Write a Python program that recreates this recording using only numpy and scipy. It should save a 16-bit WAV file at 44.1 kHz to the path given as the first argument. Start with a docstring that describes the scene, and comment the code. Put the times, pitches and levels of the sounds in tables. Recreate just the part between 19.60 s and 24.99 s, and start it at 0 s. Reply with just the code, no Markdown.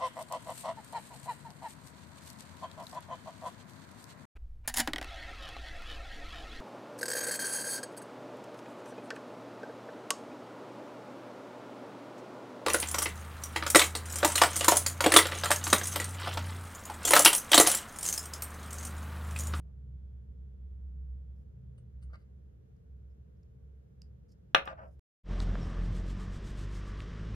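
"""At a desk in a quiet room, two hands thread twine through small plastic parts.
The twine hisses and ticks as it slips through the fingers; rubbing plastic rasps and fittings clink.
Near the end the piece knocks sharply on the desk, so both ring; it bounces and slides to rest.
Behind it all are a low hum, faint machine tones, the rumble of the building and a thin hiss."""
import sys
import numpy as np
from scipy import signal
from scipy.fft import rfft, irfft
from scipy.io import wavfile

SR = 44100
rng = np.random.default_rng(int(sys.argv[2]) if len(sys.argv) > 2 else 0)


def inscribe(sig):
    """Save sig as 16-bit PCM at rate SR to the path in sys.argv[1].

    A 1-D sig is mono; a 2-D sig holds one channel per row.
    Samples are clipped to [-1, 1] before scaling.
    """
    pcm = np.round(np.clip(np.atleast_2d(sig).T, -1, 1) * 32767)
    wavfile.write(sys.argv[1], SR, pcm.astype(np.int16))


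N = 237898
TIME = np.arange(N) / SR
FREQUENCIES = np.fft.rfftfreq(N, 1 / SR)


def knocks(ring_db=-7, rebound_s=.00043, rebound_share=.85):
    """The piece hits the desk with a click, and both ring on. The light bounces sound duller."""
    # each hit on the desk: start_s, level_db, treble_cutoff_hz
    hits = [(4.9475, -2.3, 15000), (5.0756, -18.8, 750), (5.1300, -43, 900)]
    # tone of the click: frequency_hz, level_db
    click_tone = [(40, -34), (180, -17), (400, -20), (560, -1.5), (820, -5), (1200, -.5), (1700, 1.5),
                  (2330, 9), (3000, -2), (4100, -8), (5000, -21), (6000, -20), (7500, -37), (10000, -34),
                  (15000, -42)]
    # notes that piece and desk ring with: pitch_hz, level_db, fade_s
    ringing_notes = [(463, -13, .15), (548, -2, .16), (585, -2, .12), (652, -3, .16), (762, -3, .19),
                     (831, -4, .18), (960, -9, .18), (1185, -6, .12), (1215, -3, .09), (1362, -8, .14),
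                     (1458, -4, .15), (1736, -5, .17), (2035, -7, .13), (2180, -6, .11), (2350, -5, .1),
                     (2480, -5, .1), (2920, -8, .12), (3246, -9, .08), (3531, -18, .12), (8450, -42, .12),
                     (9520, -29, .14), (10450, -42, .18)]
    # first echoes off desk, hands and chest: delay_s, left_gain, right_gain
    echoes = [(.00095, .1, -.75), (.00197, -.55, .35), (.00243, .75, .45), (.00274, -.1, .6),
              (.00376, -.45, -.2), (.0058, .25, -.35), (.0122, .08, .1), (.0158, -.12, .08)]
    push = pulse(lambda hz: look_up(click_tone, hz))
    push = push / abs(push).max()
    click = -push
    add(click, rebound_s, rebound_share * push)  # the surface springs back, which hollows the click
    knock = np.zeros((2, SR))
    add(knock, 0, np.outer([1, .75], click))  # the direct sound, louder on the left
    for delay_s, left_gain, right_gain in echoes:
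        add(knock, delay_s, np.outer([left_gain, right_gain], click))
    ringing = stereo(ring(ringing_notes), lag_s=.00051)
    add(knock, 0, gain_of(ring_db) * np.linalg.norm(click) * ringing)
    out = np.zeros((2, N))
    for start_s, level_db, cutoff_hz in hits:
        soften = signal.butter(1, cutoff_hz, fs=SR)
        add(out, start_s, gain_of(level_db) * signal.lfilter(*soften, knock))
    return out


def scrapes(slow_db=-5.5, slow_db_per_octave=-21.5):
    """The piece drags over the desk, sounding softer and duller as it slows."""
    # each drag: start_s, length_s, level_db, tilt_db_per_octave
    drags = [(0.029, 0.12, -77.5, -5.5), (5.05, 0.1, -43, -0.5), (5.159, 0.13, -49, -4.5)]
    # tone of the piece rubbing the desk: frequency_hz, level_db
    drag_tone = [(200, -19.5), (400, -22), (630, -1), (800, -3.5), (980, -3.5), (1230, 1), (1750, -7.5),
                 (2050, -16), (2450, -17.5), (2900, -19), (3600, -35.5), (4800, -28.5), (7500, -41.5),
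                 (15000, -55)]
    out = np.zeros(N)
    for start_s, length_s, level_db, tilt in drags:
        fast = friction(length_s, level_db, tiny_slip(drag_tone, tilt))
        slow = friction(length_s, level_db + slow_db, tiny_slip(drag_tone, tilt + slow_db_per_octave))
        slowed = np.minimum(TIME[:len(fast)] / length_s, 1)
        add(out, start_s, (1 - slowed) * fast + slowed * slow)
    return stereo(out, lag_s=.00037) * panned(.75)


def hisses_and_ticks():
    """Bright hisses and ticks: first twine slips in the fingers, later the piece bounces and slides."""
    # each hiss or tick: start_s, length_s, level_db, tilt_db_per_octave
    # Rows before 5 s are twine. The last three are a short, bright tick just before the bounce,
    # the bright tick of the bounce, and the thin hiss of the piece sliding on the desk.
    bursts = [(1.742, 0.11, -93.5, 19), (3.162, .008, -92, 8), (3.49, 0.046, -99, 2),
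              (3.748, 0.032, -99, 1), (3.828, 0.0094, -83, -2), (4.418, 0.0026, -54, -3.5),
              (4.678, 0.069, -83.5, 4), (4.716, .012, -75, 6), (5.0535, 0.0049, -63, 12),
              (5.073, 0.0048, -72, 12), (5.19, .19, -90, 18.5)]
    # tone they all share: frequency_hz, level_db
    bright_tone = [(500, -27), (2000, -29), (2700, -12), (3500, -25), (4450, -5), (5200, 5), (5900, -6),
                   (7300, -12), (8500, -21), (9800, -16.5), (11000, -24), (15000, -34)]
    out = np.zeros(N)
    for start_s, length_s, level_db, tilt in bursts:
        tick = tiny_slip(bright_tone, tilt, above_hz=2000, pivot_hz=5000)
        add(out, start_s, friction(length_s, level_db, tick))
    return out * panned(-1.5)


def clinks():
    """Small parts rub together: the hollow plastic rasps and the fittings ring briefly."""
    # each touch: start_s, length_s, fitting_db, plastic_db, plastic_tilt_db_per_octave
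    touches = [(2.177, .011, -73.5, -75, 1), (2.415, .028, -76, -75, 6), (2.49, .05, -98, -73, -4),
               (2.527, .04, -94, -59.5, 0), (2.581, .06, -101, -83, 5)]
    # notes that a fitting rings with: pitch_hz, level_db, fade_s
    fitting_notes = [(2090, -10, .04), (2900, 0, .05), (3700, -9, .03), (4300, -6, .012), (6600, -11, .07),
                     (8400, 1, .055), (9350, -3, .06)]
    # tone of plastic rubbing on plastic: frequency_hz, level_db
    plastic_tone = [(300, -14), (590, -1), (780, -11), (1020, -16), (1200, 1), (1400, -2), (1820, -12),
                    (2100, -4), (2450, -24), (2900, -16), (3400, -27), (4000, -23), (4650, -15),
                    (5600, -30), (10000, -39), (15000, -46)]
    out = np.zeros(N)
    for start_s, length_s, fitting_db, plastic_db, tilt in touches:
        add(out, start_s, friction(length_s, fitting_db, ring(fitting_notes)))
        add(out, start_s, friction(length_s, plastic_db, tiny_slip(plastic_tone, tilt)))
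    return stereo(out, lag_s=.0002) * panned(1.0)


def room(sound, build_up_s=.0054):
    """Echoes in a small room blur into one short tail, in which the bass lasts longest."""
    # tone of the echoes: frequency_hz, level_db
    echo_tone = [(250, -2), (550, 0), (820, 2), (1300, 0), (1950, 0), (2320, 3), (2800, -2), (3600, -8),
                 (4650, -2), (5600, -5), (7000, -2), (9000, 0), (15000, -3)]
    # time the echoes take to fall by 60 dB: frequency_hz, fade_s
    fade_times = [(100, .33), (500, 0.23), (1200, 0.16), (2500, 0.18), (4000, .18), (7000, 0.13),
                  (15000, 0.15)]
    hz, seconds, bands = signal.stft(noise_pair()[:, :SR // 2], SR, nperseg=256)
    level_db = look_up(echo_tone, hz)[:, None] - 60 * seconds / look_up(fade_times, hz)[:, None]
    tail = signal.istft(bands * gain_of(level_db), SR)[1]
    tail *= 1 - np.exp(-(TIME[:tail.shape[1]] / build_up_s) ** 2)
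    tail /= np.linalg.norm(tail, axis=1, keepdims=True)
    return signal.fftconvolve(sound, tail, axes=1)[:, :N]


def hum(loud_pitch_hz=65.3, loud_db=-42, sag_hz_per_db=.14, flutter_depth=.2, flutter_hz=10):
    """A low tone swells, fades and flutters; its pitch sags as it grows louder."""
    # how the hum swells and fades: time_s, level_db
    swells = [(0.0, -47.5), (0.46, -44.5), (0.6, -47), (1.5, -41), (2.0, -53), (2.12, -50), (2.18, -57),
              (2.46, -42), (2.61, -56), (2.78, -51.5), (3.26, -68.5), (3.3, -48.5), (4.01, -60),
              (4.04, -50.5), (4.34, -59.5), (4.49, -46.5), (4.61, -64), (5.39, -54)]
    level_db = np.interp(TIME, *np.transpose(swells))
    pitch_hz = loud_pitch_hz - sag_hz_per_db * (level_db - loud_db)
    # the real part shakes the loudness, the imaginary part shakes the pitch
    flutter = 1 + flutter_depth * (wander(flutter_hz) + 1j * wander(flutter_hz))
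    tone = np.exp(2j * np.pi * np.cumsum(pitch_hz) / SR) * flutter
    return stereo(gain_of(level_db - .18) * unit_level(tone.real), lag_s=.00045) * panned(-1.4)


def machine_tones(flicker_db=2, flicker_hz=4):
    """Faint machine tones swell in, waver in pitch and loudness, and fade out."""
    # each tone: start_s, length_s, pitch_hz, wander_hz (both how far and how fast), level_db
    tones = [(0, 1.15, 124, 3, -63), (1.9, .72, 124, 2, -56.5), (1.05, 1.65, 157, 2, -65),
             (0, 3.2, 199, 1, -73), (0, 2.3, 875, 16, -96), (0, 2.3, 1350, 40, -94),
             (0, 2.5, 3370, 24, -104.5), (2.7, 1.8, 440, 10, -82)]
    out = np.zeros(N)
    for start_s, length_s, pitch_hz, wander_hz, level_db in tones:
        swell = signal.windows.tukey(int(length_s * SR), .3)
        wavering_hz = pitch_hz + wander_hz * wander(wander_hz)
        flicker = gain_of(flicker_db * wander(flicker_hz))
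        tone = flicker * np.sin(2 * np.pi * np.cumsum(wavering_hz) / SR)
        add(out, start_s, gain_of(level_db) * swell * unit_level(tone[:len(swell)]))
    return stereo(out, lag_s=.0003) * panned(-.3)


def rumble_and_hiss(rumble_db=-55, fade_db_per_s=-.5, swell_db=1, swell_hz=3, hiss_db=-71):
    """The building rumbles, slowly easing, under a thin steady hiss."""
    # tone of the building's rumble: frequency_hz, level_db
    rumble_tone = [(20, -32.5), (38, -16.5), (54, 5), (68, -2), (84, 3), (98, -2), (125, 0), (165, -4.5),
                   (220, -12.5), (275, -22.5), (500, -52), (1500, -93)]
    # tone of still air and microphone hiss: frequency_hz, level_db
    hiss_tone = [(20, -26), (180, -7.5), (300, -5.5), (450, 2.5), (560, -5), (700, -11.5), (1000, -19.5),
                 (1500, -20), (2400, -28), (3200, -29.5), (4500, -34), (6800, -34), (8000, -40),
                 (15000, -39)]
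    level_db = rumble_db + fade_db_per_s * TIME + swell_db * wander(swell_hz)
    rumble = gain_of(level_db) * steady_noise(rumble_tone) * panned(.0041)
    hiss = gain_of(hiss_db) * steady_noise(hiss_tone) * panned(-.68)
    return rumble + hiss


def friction(length_s, level_db, slip_sound, uneven_db=3):
    """Rubbing is a quick run of tiny uneven slips, each making the same small sound."""
    count = max(int(length_s * SR), 8)
    slips, grip = rng.standard_normal((2, SR // 2))
    slips = slips[:count] * gain_of(uneven_db * np.repeat(grip, 64)[:count])  # new grip every 64 samples
    rub = signal.fftconvolve(slips * signal.windows.tukey(count, .5), slip_sound)
    return gain_of(level_db) * np.sqrt(count) * rub / np.linalg.norm(rub)


def tiny_slip(tone, tilt_db_per_octave, above_hz=600, pivot_hz=1000):
    """The tick of one slip. A tilt above zero makes it brighter, below zero duller."""
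    def tilted_db(hz):
        octaves = np.log2(np.maximum(hz, above_hz) / pivot_hz)
        return look_up(tone, hz) + tilt_db_per_octave * octaves
    return pulse(tilted_db)


def pulse(level_db_at, size=2048):
    """The sharpest click that has the given level at each frequency."""
    hz = abs(np.fft.fftfreq(size, 1 / SR))
    log_gain = np.log(gain_of(level_db_at(hz)))
    spectrum = np.exp(np.conj(signal.hilbert(log_gain)))  # packs the energy at the start
    return np.fft.ifft(spectrum).real[:size // 2]


def ring(notes):
    """A struck object rings with pure notes, each falling by 60 dB in its fade_s."""
    seconds = TIME[:SR // 2]
    sound = sum(gain_of(level_db - 60 * seconds / fade_s) * np.sin(2 * np.pi * pitch_hz * seconds)
                for pitch_hz, level_db, fade_s in notes)
    return sound / np.linalg.norm(sound)


def steady_noise(tone):
    """Even stereo noise, shaped by a tone table."""
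    return unit_level(irfft(rfft(noise_pair()) * gain_of(look_up(tone, FREQUENCIES)), N))


def noise_pair():
    """White noise as two close microphones hear it, alike in the bass."""
    # how alike left and right are: frequency_hz, likeness (1 the same, -1 opposite)
    likeness_table = [(60, 0.94), (130, 0.91), (290, 0.41), (640, -0.7), (1410, -0.4), (3100, -0.08),
                      (6820, -0.57), (15000, 0.03)]
    likeness = np.clip(look_up(likeness_table, FREQUENCIES), -1, 1)
    left, unrelated = rfft(rng.standard_normal((2, N)))
    right = likeness * left + np.sqrt(1 - likeness ** 2) * unrelated
    return irfft(np.array([left, right]), N)


def wander(rate_hz):
    """A smooth random drift, mostly slower than the given rate."""
    return unit_level(irfft(rfft(rng.standard_normal(N)) / (1 + (FREQUENCIES / rate_hz) ** 4), N))


def stereo(sound, lag_s):
    """The sound reaches the right side a moment after the left."""
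    seconds = TIME[:len(sound)]
    return np.array([sound, np.interp(seconds - lag_s, seconds, sound, left=0)])


def panned(left_louder_db):
    """Left and right gains that place a sound to one side."""
    return gain_of([[left_louder_db / 2], [-left_louder_db / 2]])


def gain_of(db):
    """Turns decibels into a number to multiply by."""
    return 10 ** (np.asarray(db) / 20)


def unit_level(sound):
    """Scales a sound to an average (rms) level of 1."""
    return sound / np.sqrt(np.mean(sound ** 2) + 1e-30)


def look_up(table, hz):
    """Reads between the rows of a frequency table, with octaves evenly spaced."""
    row_hz, values = np.transpose(table)
    return np.interp(np.log(hz + 1), np.log(row_hz + 1), values)


def add(mix, start_s, sound):
    """Mixes a sound in at the given time."""
    part = mix[..., round(start_s * SR):][..., :sound.shape[-1]]
    part += sound[..., :part.shape[-1]]


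def scene(knock_echo_db=-9, handling_echo_db=-11):
    """The knocks and handling echo in the room, over the hum and other background sounds."""
    hits = knocks()
    handling = scrapes() + clinks() + hisses_and_ticks()
    echoes = room(gain_of(knock_echo_db) * hits + gain_of(handling_echo_db) * handling)
    return hits + handling + echoes + hum() + machine_tones() + rumble_and_hiss()


def record(dry):
    """Cuts off the highest treble, above 15300 Hz."""
    treble_cut = signal.firwin(511, 15300, window=("kaiser", 9), fs=SR)
    return signal.oaconvolve(dry, treble_cut[None], "same")


dry = scene()
out = record(dry)
inscribe(out)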